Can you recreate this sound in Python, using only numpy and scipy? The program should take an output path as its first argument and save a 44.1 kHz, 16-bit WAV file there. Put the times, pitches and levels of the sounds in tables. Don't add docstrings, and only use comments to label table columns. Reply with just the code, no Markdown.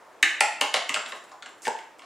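import sys
import numpy as np
from scipy import signal
from scipy.fft import rfft, irfft, next_fast_len
from scipy.io import wavfile
from scipy.ndimage import uniform_filter1d

SR = 44100
rng = np.random.default_rng(int(sys.argv[2]) if len(sys.argv) > 2 else 0)


def bounce(signal):
    frames = np.transpose(np.atleast_2d(signal))
    limited = np.clip(frames, -1, 1)
    pcm = np.round(limited * 32767).astype(np.int16)
    wavfile.write(sys.argv[1], SR, pcm)


def gain_from_decibels(decibels):
    exponent = np.asarray(decibels, float) / 20
    return 10 ** exponent


N = 90405


def curve(table, hz):
    table = np.array(table, float)
    return np.interp(np.log(np.maximum(hz, 1)), np.log(table[:, 0]), table[:, 1])


def colour(x, table):
    size = next_fast_len(x.shape[-1] + 4096)
    log_gain = curve(table, np.arange(2049) * SR / 4096) * np.log(10) / 20
    cepstrum = irfft(log_gain)
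    cepstrum[1:2048] *= 2
    cepstrum[2049:] = 0
    response = irfft(np.exp(rfft(cepstrum)))
    return irfft(rfft(x, size) * rfft(response, size), size)[..., :x.shape[-1]]


def band(x, hz, width):
    return signal.lfilter(*signal.iirpeak(min(hz, .45 * SR), hz / width, SR), x)


def add(out, s, x):
    i = int(s * SR)
    out[i:i + len(x)] += x[:N - i]


def unit(x):
    return x / np.abs(x).max()


def walk(k):
    return uniform_filter1d(uniform_filter1d(rng.standard_normal(N), k), k) * np.sqrt(1.5 * k)


def hum():
    # frequency in Hz, level in dB per Hz.
    hum_colour = [(25, -33), (150, -22), (310, -7.5), (1000, -5), (1300, -9), (3500, -26.5), (7500, -29),
                  (15000, -42)]
    level_db = -56
    out = 0
    swell = walk(20000)
    for hz in 40 * 2 ** np.arange(0, 8.6, .5):
        noise = band(rng.standard_normal((2, N)), hz, hz / 3)
        out = out + noise * gain_from_decibels(.8 * swell + 1.8 * walk(4000))
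    out = colour(out, hum_colour)
    return out * gain_from_decibels(level_db) / out[0].std()


def kitchen(x):
    # frequency in Hz, time in seconds to fall 60 dB.
    decay_times = [(150, 0.22), (400, 0.27), (1000, 0.56), (2500, 0.59), (6000, 0.48), (13000, 0.3)]
    # frequency in Hz, level in dB.
    send_tone = [(200, 6), (370, -2.5), (500, 1.5), (2500, -5), (3800, -6.5), (5600, -5), (7400, -3),
                 (11000, -10.5)]
    level_db, gap_s = -29, 0.0024
    early_db, early_s = 8, 0.0063
    t = np.arange(SR) / SR
    hz = np.arange(SR // 2 + 1.)
    spec, tail = rfft(rng.standard_normal((2, SR))), 0
    for k in range(8):
        centre = 110 * 2. ** k
        octaves_off = np.log2(np.maximum(hz, 1) / centre)
        weight = np.cos(np.pi / 2 * np.clip(octaves_off, -1, 1)) ** 2
        tail = tail + irfft(spec * weight, SR) * gain_from_decibels(-60 * t / curve(decay_times, centre))
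    tail = tail * np.clip(t / gap_s - 1, 0, 1) * gain_from_decibels(level_db + early_db * np.exp(-t / early_s))
    spec = rfft(tail)
    power = abs(spec) ** 2
    even = np.sqrt(np.mean(power) / uniform_filter1d(power, size=150))
    response = irfft(spec * even * gain_from_decibels(curve(send_tone, hz)), SR)[:, :SR * 9 // 10]
    return signal.fftconvolve(x[None], response, axes=1)[:, :N]


def rubs():
    # start in seconds, length in seconds, level in dB, centre in Hz.
    brushes = [(1.080, .025, -48, 7500), (1.150, .025, -54, 8500), (1.238, .006, -52, 8000),
               (1.292, .006, -58, 7000), (1.488, .005, -58, 9500), (1.579, .005, -56, 8500),
               (1.619, .032, -45, 7200), (1.629, .035, -45, 1500), (1.652, .016, -38, 5000),
               (1.985, .004, -56, 9500), (2.020, .03, -54, 2200)]
    out, t = np.zeros(N), np.arange(4096) / SR
    for s, length, db, hz in brushes:
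        noise = rng.standard_normal((2, len(t)))
        grain = noise[0] * np.exp(0.58 * uniform_filter1d(noise[1], size=40) * 4.5)
        fade_in = t / 0.00069
        fade_out = (length - t) / (0.09 * length) + 1
        shape = np.clip(np.minimum(fade_in, fade_out), 0, 1)
        add(out, s, gain_from_decibels(db) * shape * band(grain, hz, .8 * hz) / grain.std())
    return out


def blows(hits, body, bend_s=0.):
    tick_lead_s, tick_s, tick_hz, tick_width_hz = .002, .0022, 6500, 8000
    scatter_db, grit, first = 4.57, 1.22, 0.63
    thump_db, thump_s = -57, 0.0072
    out, t = np.zeros(N), np.arange(4096) / SR
    thump = unit(t * np.exp(-t / thump_s) * np.cos(t / thump_s * 4))
    for s, db, tick_db, rattle in hits:
        noise = rng.standard_normal((2, len(t)))
        scatter = rng.standard_normal(len(body))
        contacts = np.exp(np.clip(grit * noise[0] / 2, -2, 1) - t / rattle)
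        pushes = rng.standard_normal((len(body), len(t))) * contacts
        pushes[:, 0] = first * np.sqrt(rattle * SR) * (-1) ** np.arange(len(body))
        ring = 0
        for (hz, width, gain_db), chance, push in zip(body, scatter, pushes):
            mode = band(band(push, hz, 1.6 * width), hz, 1.6 * width)
            late_s = bend_s * max(np.log2(3000 / hz), 0)
            mode = np.roll(mode, int(SR * late_s))
            ring = ring + gain_from_decibels(gain_db + scatter_db * chance) * mode * np.sqrt(width / np.sum(mode ** 2))
        tick = unit(band(noise[1] * np.exp(-t / tick_s), tick_hz, tick_width_hz))
        add(out, s, gain_from_decibels(db) * unit(ring) + gain_from_decibels(db + thump_db) * thump)
        add(out, s - tick_lead_s, gain_from_decibels(db + tick_db) * tick)
    return out




def counter():
    # frequency in Hz, width in Hz, level in dB.
    counter_modes = [(286, 100, -17.5), (475, 59, -8.5), (768, 155, -10.5), (875, 49.5, 0.5),
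                     (1550, 250, -11.5), (2650, 1160, -27), (7400, 3050, -35)]
    # start in seconds, level in dB, tick in dB, rattle in seconds.
    counter_hits = [
        (1.6695, -17.5, -30, 0.0018),
        (1.6795, -17, -19, 0.0021),
    ]
    return blows(counter_hits, counter_modes)


def rim():
    # frequency in Hz, width in Hz, level in dB.
    rim_modes = [(300, 104, -10.5), (584, 280, -16.5), (880, 235, -4.5), (1036, 90, 1), (1350, 1200, -9.5),
                 (1850, 460, -23.5), (2830, 1200, -29.5), (4870, 1600, -22), (7100, 1800, -28.5)]
    # start in seconds, level in dB, tick in dB, rattle in seconds.
    rim_hits = [
        (.6125, -16.5, -6, 0.0081),
        (.8950, -31, -29, 0.016),
        (1.0650, -36.5, -21, 0.0096),
        (1.1250, -32, -28, 0.0026),
        (1.3170, -39, -37, 0.0075),
    ]
    return blows(rim_hits, rim_modes)


def basket():
    # frequency in Hz, width in Hz, level in dB.
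    basket_modes = [(240, 69, -12.5), (512, 125, -9.5), (762, 246, 0), (1136, 205, -0.5), (1420, 290, 1),
                    (2070, 480, -9), (2870, 810, -10.5), (4180, 840, -8.5), (5750, 1900, -19),
                    (7340, 2200, -24.5)]
    # start in seconds, level in dB, tick in dB, rattle in seconds.
    basket_hits = [
        (.7440, -15, -9.5, 0.0065),
        (.7600, -20, -28, 0.016),
        (.9460, -22, -7, 0.01),
        (.9620, -19.5, -14, 0.012),
        (1.4280, -31, -33, 0.0033),
        (1.4630, -37, -30, 0.0048),
        (2.0200, -42.5, -30, 0.03),
    ]
    return blows(basket_hits, basket_modes)


def bowl():
    # frequency in Hz, width in Hz, level in dB.
    bowl_modes = [(275, 80, -20), (474, 190, -24), (871, 118, -1.5), (1110, 105, -6.5), (1278, 203, 0),
                  (2066, 260, -2), (2400, 396, -3.5), (3430, 1270, -14.5), (4700, 1000, -18.5),
                  (7470, 480, -15.5), (6300, 3800, -30)]
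    # start in seconds, level in dB, tick in dB, rattle in seconds.
    bowl_hits = [
        (.4085, -3, -8, 0.002),
    ]
    return blows(bowl_hits, bowl_modes)


def lid():
    # frequency in Hz, width in Hz, level in dB.
    lid_modes = [(325, 47, -17.5), (717, 270, -21.5), (968, 414, -14), (1433, 317, -13.5), (1784, 163, 1),
                 (2200, 380, -5.5), (2833, 224, -5), (3750, 470, -13.5), (5730, 2800, -31)]
    # start in seconds, level in dB, tick in dB, rattle in seconds.
    lid_hits = [
        (.2288, -3.5, -9.5, 0.0065),
    ]
    return blows(lid_hits, lid_modes)


def latch():
    # frequency in Hz, width in Hz, level in dB.
    latch_modes = [(1105, 236, -9), (2052, 430, -1.5), (2837, 436, -1), (3600, 660, -8),
                   (5250, 1130, -27.5), (7300, 1100, -19.5)]
    # start in seconds, level in dB, tick in dB, rattle in seconds.
    latch_hits = [(.6130, -9, -11.5, 0.00087), (.7415, -11, -10, 0.00027), (.7675, -21, -9, 0.00047),
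                  (.8935, -15.5, -11, 0.00073), (.9430, -13, -13, 0.00037), (1.0615, -27, -22, 0.0026),
                  (1.1215, -27, -31, 0.0015), (1.4240, -33, -30, 0.001), (1.4600, -33, -36, 0.00098),
                  (1.6520, -27.5, -5.5, 0.0041), (1.6575, -32, -8, 0.0041), (1.7645, -37, -19, 0.0005),
                  (1.7890, -36.5, -8, 0.00097), (1.9940, -40, -5.5, .001)]
    return blows(latch_hits, latch_modes, bend_s=0.002146)


def scene():
    # frequency in Hz, level in dB.
    mic = [(30, -21), (170, -9.5), (300, -1.5), (8500, -0.5), (10000, -3), (15000, -13), (16200, -30),
           (16500, -65)]
    # frequency in Hz, side level in dB.
    wide_direct = [(100, -9), (500, -27), (3000, -18), (5500, -25), (7800, -4.5), (11000, -21)]
    # frequency in Hz, side level in dB.
    wide_room = [(60, -23), (150, -1), (400, -12), (2500, -12.5), (5000, -11.5), (7800, -5.5), (9500, 0),
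                 (12000, -4.5)]
    parts = [(rubs(), 5.5), (counter(), -0.5), (rim(), 5), (basket(), 1.24),
             (bowl(), 2.93), (lid(), 2.7), (latch(), 3.5)]
    dry = colour(sum(x for x, _ in parts), mic)
    sent = colour(sum(x * gain_from_decibels(db) for x, db in parts), mic)
    far = kitchen(sent) + hum()
    mid = dry + far[0]
    side = colour(np.roll(dry, shift=3), wide_direct) + colour(far[1], wide_room)
    return np.array([mid + side, mid - side])


def band_limit(x):
    return signal.sosfilt(signal.butter(12, 16470, fs=SR, output="sos"), x)


def record(dry):
    mix = np.tanh(0.95 * dry) / 0.64
    return band_limit(mix)


dry = scene()
out = record(dry)
bounce(out)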